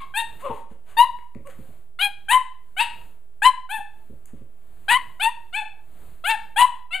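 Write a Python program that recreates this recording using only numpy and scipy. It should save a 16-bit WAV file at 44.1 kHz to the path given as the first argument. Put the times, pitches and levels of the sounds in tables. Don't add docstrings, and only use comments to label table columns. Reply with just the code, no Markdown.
import sys
import numpy as np
from scipy import signal
from scipy.fft import rfft, irfft, next_fast_len
from scipy.io import wavfile
from scipy.ndimage import map_coordinates

SR = 44100
rng = np.random.default_rng(int(sys.argv[2]) if len(sys.argv) > 2 else 0)


def materialize(psi):
    bounded = np.clip(np.atleast_2d(psi).T, -1, 1)
    quanta = np.round(bounded * 32767).astype(np.int16)
    wavfile.write(sys.argv[1], SR, quanta)


N = 308700
TOP_HZ = 15300

# start_s, length_s, crest_s (effort peaks, after the start), climb_s (pitch rises for),
# first_hz, top_hz, last_hz, fundamental_db, octave_db, mouth_overtones_db, treble_edge_db,
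# break_s (centre of the rough patch, after the start), roughness (0-1), undertone_lag_rad, room_db,
# mouth_ratio (scales the throat resonances)
BARK_CALLS = [(0.138, .093, 0.038, .061, 771.3, 932.3, 860, -26, -25, -24, -36.5, .075, 0.01, 0.1, -10.5, 1.04),
              (0.967, .080, 0.024, 0.082, 899, 1017, 1012, -8.5, -25, -20, -30, .030, .07, 0, -14.5, 1.16),
              (1.988, .096, .048, 0.046, 686, 821, 808.4, -29.5, -24.5, -15.5, -32.5, 0.013, 0.04, 0, -16.5, 1.1),
              (2.283, .096, 0.035, .057, 777.7, 1009, 1042, -16, -19, -19, -26, .054, 0.4, 0.037, -15, 1.013),
              (2.765, .080, .042, .066, 716, 958.3, 895, -23, -30.5, -20.5, -35.5, .047, .1, .15, -9, 1),
              (3.419, .080, .033, .049, 804.8, 1024, 1014, -11, -19, -16.5, -26.5, .042, .17, 0, -17.5, .95),
              (3.69, .107, 0.04, 0.049, 736, 885, 777, -28.5, -32.5, -30, -39.5, .092, .05, 0.023, -7.5, 1.06),
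              (4.881, .093, 0.039, .047, 775, 965, 1086, -14.5, -16, -16, -26.5, .044, 0.3, .21, -19.5, 1.02),
              (5.196, 0.1, .053, .044, 715, 893.6, 965, -22, -29, -19.5, -32, .055, .08, 0.046, -15.5, 1.04),
              (5.526, .106, 0.032, .055, 697.6, 873.5, 757, -32.5, -33, -27, -44.5, .07, 0, 0.027, -8.5, .94),
              (6.239, .116, .060, .068, 666, 904.2, 810.4, -21.5, -24.5, -19, -32.5, .078, .06, .24, -13, 1.044),
              (6.56, .093, .038, .047, 786, 984.7, 1025, -11, -21.5, -18.5, -25, .046, 0.5, .12, -14, 1.05),
              (6.906, 0.082, 0.045, 0.061, 660, 763.6, 695, -41.5, -39, -24.5, -45, .05, 0, 0, -7, 0.99)]
# frequency_hz, relative density_db (per Hz)
HISS_COLOUR = [(12, -30.5), (20, -8), (32, -12), (115, -23), (286, -30.5), (347, -31), (603, -34.5),
               (656, -31), (889, -37.5), (1270, -38.5), (1640, -41), (4430, -50), (5380, -57.5),
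               (7720, -47), (15000, -46)]


def amp(db):
    return 10 ** (np.asarray(db) / 20)


def unit(x):
    return x / np.sqrt(np.mean(x ** 2) + 1e-20)


def along(points, hz):
    f, v = np.transpose(points)
    return np.interp(np.log(hz + 1), np.log(f + 1), v)


def filtered(x, response):
    n = x.shape[-1]
    m = next_fast_len(n + 8192)
    return irfft(rfft(x, m) * response(np.fft.rfftfreq(m, 1 / SR)), m)[..., :n]


def noise(colour, shape):
    return unit(filtered(rng.standard_normal(shape), lambda hz: amp(along(colour, hz))))


def wobble(rate, size, count=512):
    return map_coordinates(rng.standard_normal(count), [np.arange(size) * rate / SR], mode="mirror")


def swells(rows, t):
    return sum(height * np.exp(-((t - s) / half) ** 2) for s, half, height in rows)


def add(track, s, sound):
    start = max(round(s * SR), 0)
    part = track[..., start:start + sound.shape[-1]]
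    part += sound[..., :part.shape[-1]]


def room(sound, wet_db=-14, walls_db=-15, build_s=0.0071, count=14):
    # frequency_hz, t60_s
    ring_times = [(150,0.6), (900,0.45), (3000,0.4), (5000,.4), (9000,0.31), (15000,0.086)]
    # frequency_hz, level_db
    tail_colour = [(100,-20), (900,-2), (3000,-3), (9000,-2.5), (15000,2)]
    hz, t, z = signal.stft(rng.standard_normal(SR * 3 // 5), SR, nperseg=256)
    decay_db = along(tail_colour, hz)[:, None] - 60 * t / along(ring_times, hz)[:, None]
    tail = signal.istft(z * amp(decay_db), SR, nperseg=256)[1]
    tail = tail * (1 - np.exp(-np.arange(len(tail)) / SR / build_s))
    response = amp(wet_db) * tail / np.linalg.norm(tail)
    delays = (rng.uniform(.003, .03, count) * SR).astype(int)
    response[delays] += amp(walls_db) * rng.choice([-1, 1], count) / np.sqrt(count)
    response[0] += 1
    return signal.fftconvolve(sound, response)


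def lulls(t):
    loud_db, depth = -23, 0.93
    after_s, half_s = 0.38, 0.17
    rows = []
    for call in BARK_CALLS:
        loudest_db = max(call[7:10])
        rows.append((call[0] + after_s, half_s, -depth * max(loudest_db - loud_db, 0)))
    return swells(rows, t)


def background(hiss_db=-56, hum_db=-1, drift_db=5.3, treble_lull=0.67):
    # frequency_hz, relative level_db
    hum_tones = [(118.4, -72.5), (349.9, -75), (414.5, -79), (463.0, -79.5), (640.6, -74), (759.0, -80.5),
                 (7865, -88)]
    t = np.arange(N) / SR
    hum = np.zeros(N)
    for hz, db in hum_tones:
        phase = 2 * np.pi * hz * t + 0.23 * wobble(2.5, N)
        hum += amp(db + hum_db) * np.sqrt(2) * np.sin(phase)
    hiss = amp(hiss_db + drift_db * wobble(5.6, N)) * noise(HISS_COLOUR, N)
    rumble = filtered(hiss, lambda hz: hz < 1500)
    sunk_db = lulls(t)
    return amp(sunk_db) * (hum + rumble) + amp(treble_lull * sunk_db) * (hiss - rumble)


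def glide(t, length, climb, first_hz, top_hz, last_hz, bend):
    up = np.sin(np.pi / 2 * np.clip(t / climb, 0, 1)) ** 1.6
    on = np.clip((t - climb) / (length - climb), 0, 1) ** bend
    return first_hz + (top_hz - first_hz) * up + (last_hz - top_hz) * on


def arches(t, length, crest, peaks_db):
    # fundamental (swells latest, as the pitch climbs towards a resonance near 1000 Hz), octave, mouth
    effort = [(0.011, 24.5, 4.5), (0, 9.5, 12), (0.0055, 14.5, 22), (0.0023, 19, 20)]
    waver_db, waver_rate = 2.5, 46
    levels = []
    for peak_db, (lag, start_db, end_db) in zip(peaks_db, effort):
        top = crest + lag
        before = np.clip(1 - t / top, 0, 1)
        after = np.clip((t - top) / max(length - top, 1e-3), 0, 1)
        arch_db = peak_db - start_db * before ** 2 - end_db * after ** 2
        levels.append(arch_db + waver_db * wobble(waver_rate, len(t)))
    return levels


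def yap(call, air_db, rasp_jitter, break_half_s, bend, attack_s=0.0028, release_s=0.0023,
        clear_rough=.004, jitter=0.0082, shimmer=0.4, flicker_db=1.93, edge_air_db=0.5,
        octave_air=0.34, ripple=0.63, bloom_s=0.005):
    # frequency_hz, level_db
    throat = [(150,-43.5), (500,-24), (1000,-5), (1300,-0.5), (1800,-4), (2300,2), (2800,3.5), (3400,-4.5),
              (3900,-14), (4700,-23), (6800,-23.5), (8300,-10.5), (9800,-13.5), (15000,-30)]
    split_hz = 5600
    length, crest, climb, first_hz, top_hz, last_hz, *peaks_db, break_at, roughness, lag, wet_db, mouth = call
    t = np.arange(int((length + .05) * SR)) / SR
    size = len(t)
    base_db, octave_db, mouth_db, edge_db = arches(t, length, crest, peaks_db)
    breaking = swells([(break_at, break_half_s, 1)], t)
    rough = np.clip(clear_rough + roughness * breaking, 0, .95)

    uneven = jitter * wobble(200, size) + rasp_jitter * rough * wobble(800, size)
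    pitch = glide(t, length, climb, first_hz, top_hz, last_hz, bend) * (1 + uneven)
    phase = 2 * np.pi * np.cumsum(pitch) / SR
    closure = phase + lag * breaking * np.sin(phase / 2 + .5 * wobble(120, size))

    k = np.arange(3, 26)[:, None]
    overtone_hz = k * pitch
    echo_s = rng.uniform(0.001026, .003)
    glass = 1 + ripple * np.cos(2 * np.pi * overtone_hz * echo_s)
    weight = amp(along(throat, overtone_hz / mouth)) * glass * (overtone_hz < TOP_HZ)
    flicker = amp(flicker_db * np.array([wobble(160, size) for _ in k]))
    partials = weight * flicker * np.sin(k * closure + rng.uniform(0, 2 * np.pi, k.shape))

    def stack(chosen):
        power = np.sum((weight * chosen) ** 2, 0) / 2
        return np.sum(partials * chosen, 0) / np.sqrt(power + 1e-12)

    overtones = amp(mouth_db) * stack(overtone_hz < split_hz) + amp(edge_db) * stack(overtone_hz >= split_hz)
    fundamental = amp(base_db) * np.sin(phase)
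    octave = amp(octave_db) * np.sqrt(1 - rough / 2) * np.cos(2 * closure)
    jaw = 1 - np.exp(-t / bloom_s)
    tone = np.sqrt(2) * (fundamental + octave) + np.sqrt(1 - rough) * overtones * jaw

    air = noise(throat, SR // 4)[:size] * (1 + 0.42 * np.sin(phase))
    mouth_air = unit(filtered(air, lambda hz: hz < split_hz))
    mouth_air = mouth_air * np.hypot(amp(mouth_db), octave_air * amp(octave_db))
    edge_air = unit(filtered(air, lambda hz: hz >= split_hz)) * amp(edge_db + edge_air_db)
    flutter = shimmer * rough * wobble(450, size)
    rasp = amp(air_db) * np.sqrt(rough) * (mouth_air + edge_air) * (1 + 2 * flutter)
    voice = tone * (1 + flutter) + rasp

    opening = np.sin(np.pi / 2 * np.clip(t / attack_s, 0, 1)) ** 2
    closing = np.exp(-np.maximum(t - length, 0) / release_s)
    return room(voice * opening * closing, wet_db)


def puppy():
    quiet_calls = [(0, 0.048, 0.0016, 0.017, 1137, 1078, 1097, -39.5, -46.5, -47.5, -60, .02, 0.32, 0.34, -6, 0.99),
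                   (0.424, .128, 0.035, .034, 505, 582, 423.4, -33, -30.5, -47, -56.5, .08, .6, 0, -7, 0.99),
                   (1.449, 0.046, 0.017, 0.03, 543, 570, 513, -40, -49, -57.5, -59, .03, .2, 0.045, -14, 1)]
    out = np.zeros(N)
    for s, *call in quiet_calls:
        add(out, s, yap(call, air_db=-16, rasp_jitter=0.12, break_half_s=0.076, bend=.7))
    for s, *call in BARK_CALLS:
        add(out, s, yap(call, air_db=-1.5, rasp_jitter=.045, break_half_s=.024, bend=2.2))
    return out


def ticks_and_breathy_noise(tick_db=-6, tick_t60=0.01):
    # start_s, relative level_db, treble_db (tilts the top of the colour)
    ticks = [(1.1873, -35.5, -38.5), (1.349, -38.5, -26.5), (1.4725, -32, -14.5), (1.499, -37, -31),
             (4.257, -32, 2)]
    # centre_s, half_length_s, relative level_db
    breathy_swells = [(0.414,0.017,-48), (0.558,.05,-53), (0.719,0.022,-61), (0.906,0.034,-54),
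                      (1.506,0.014,-50), (4.29,0.017,-61.5), (4.38,0.044,-67)]
    # frequency_hz, relative density_db (per Hz)
    breathy_colour = [(200,-12.5), (700,1.5), (1400,-0.5), (3000,-6), (4500,-16), (9500,-11), (15000,-21)]
    out, t = np.zeros(N), np.arange(SR // 10) / SR
    for s, db, treble_db in ticks:
        knock = [(200, -6.5), (1200, -1.5), (2300, 1.0), (3200, -17.5)]
        colour = knock + [(9000, treble_db + 9.5), (15000, treble_db - 3.5)]
        add(out, s, amp(db + tick_db - 60 * t / tick_t60) * noise(colour, len(t)))
    breathy = swells([(s, half, amp(db)) for s, half, db in breathy_swells], np.arange(N) / SR)
    return room(out + breathy * noise(breathy_colour, N), wet_db=-4.0)[:N]


def paws(level_db=3, soft_s=0.0028):
    # start_s, relative level_db
    landings = [(0.498, -28.5), (0.713, -34), (1.356, -27), (1.401, -35), (1.59, -29.5), (1.687, -39.5),
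                (3.783, -41.5), (4.099, -31.5), (4.127, -36), (4.334, -31), (4.411, -35)]
    # frequency_hz, level_db, t60_s
    floor_modes = [(60,-16,0.28), (129,-11.5,0.16), (211.5,2,0.035), (311.9,-15,0.096), (410,-15.5,0.066),
                   (550,-23,0.22)]
    out, t = np.zeros(N), np.arange(SR // 3) / SR
    for s, db in landings:
        ring = np.zeros(len(t))
        for hz, mode_db, t60 in floor_modes:
            decay = amp(mode_db + rng.normal(0, 2) - 60 * t / t60)
            ring += decay * np.sin(2 * np.pi * hz * rng.normal(1, .05) * t)
        add(out, s, amp(db + level_db) * ring * (1 - np.exp(-t / soft_s)))
    return room(out, wet_db=-5)[:N]


def scene(left_db=6.5, apart_db=-66):
    sound = background() + puppy() + ticks_and_breathy_noise() + paws()
    sides = amp([[left_db / 2], [-left_db / 2]])
    return sound * sides / sides.mean() + amp(apart_db) * noise(HISS_COLOUR, (2, N))


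def record(dry, lopsided=.035, left_offset=.013, right_offset=.021, knee=6):
    # frequency_hz, level_db
    mic_notch = [(4500,-1), (5100,-8), (5450,-39.5), (5700,-16), (6000,-8.5), (6900,-1.5)]
    bent = dry + lopsided * dry ** 2
    rounded = bent / (1 + np.abs(bent) ** knee) ** (1 / knee)
    heard = filtered(rounded, lambda hz: amp(along(mic_notch, hz)) * (hz < TOP_HZ))
    return heard + [[left_offset], [right_offset]]


dry = scene()
out = record(dry)
materialize(out)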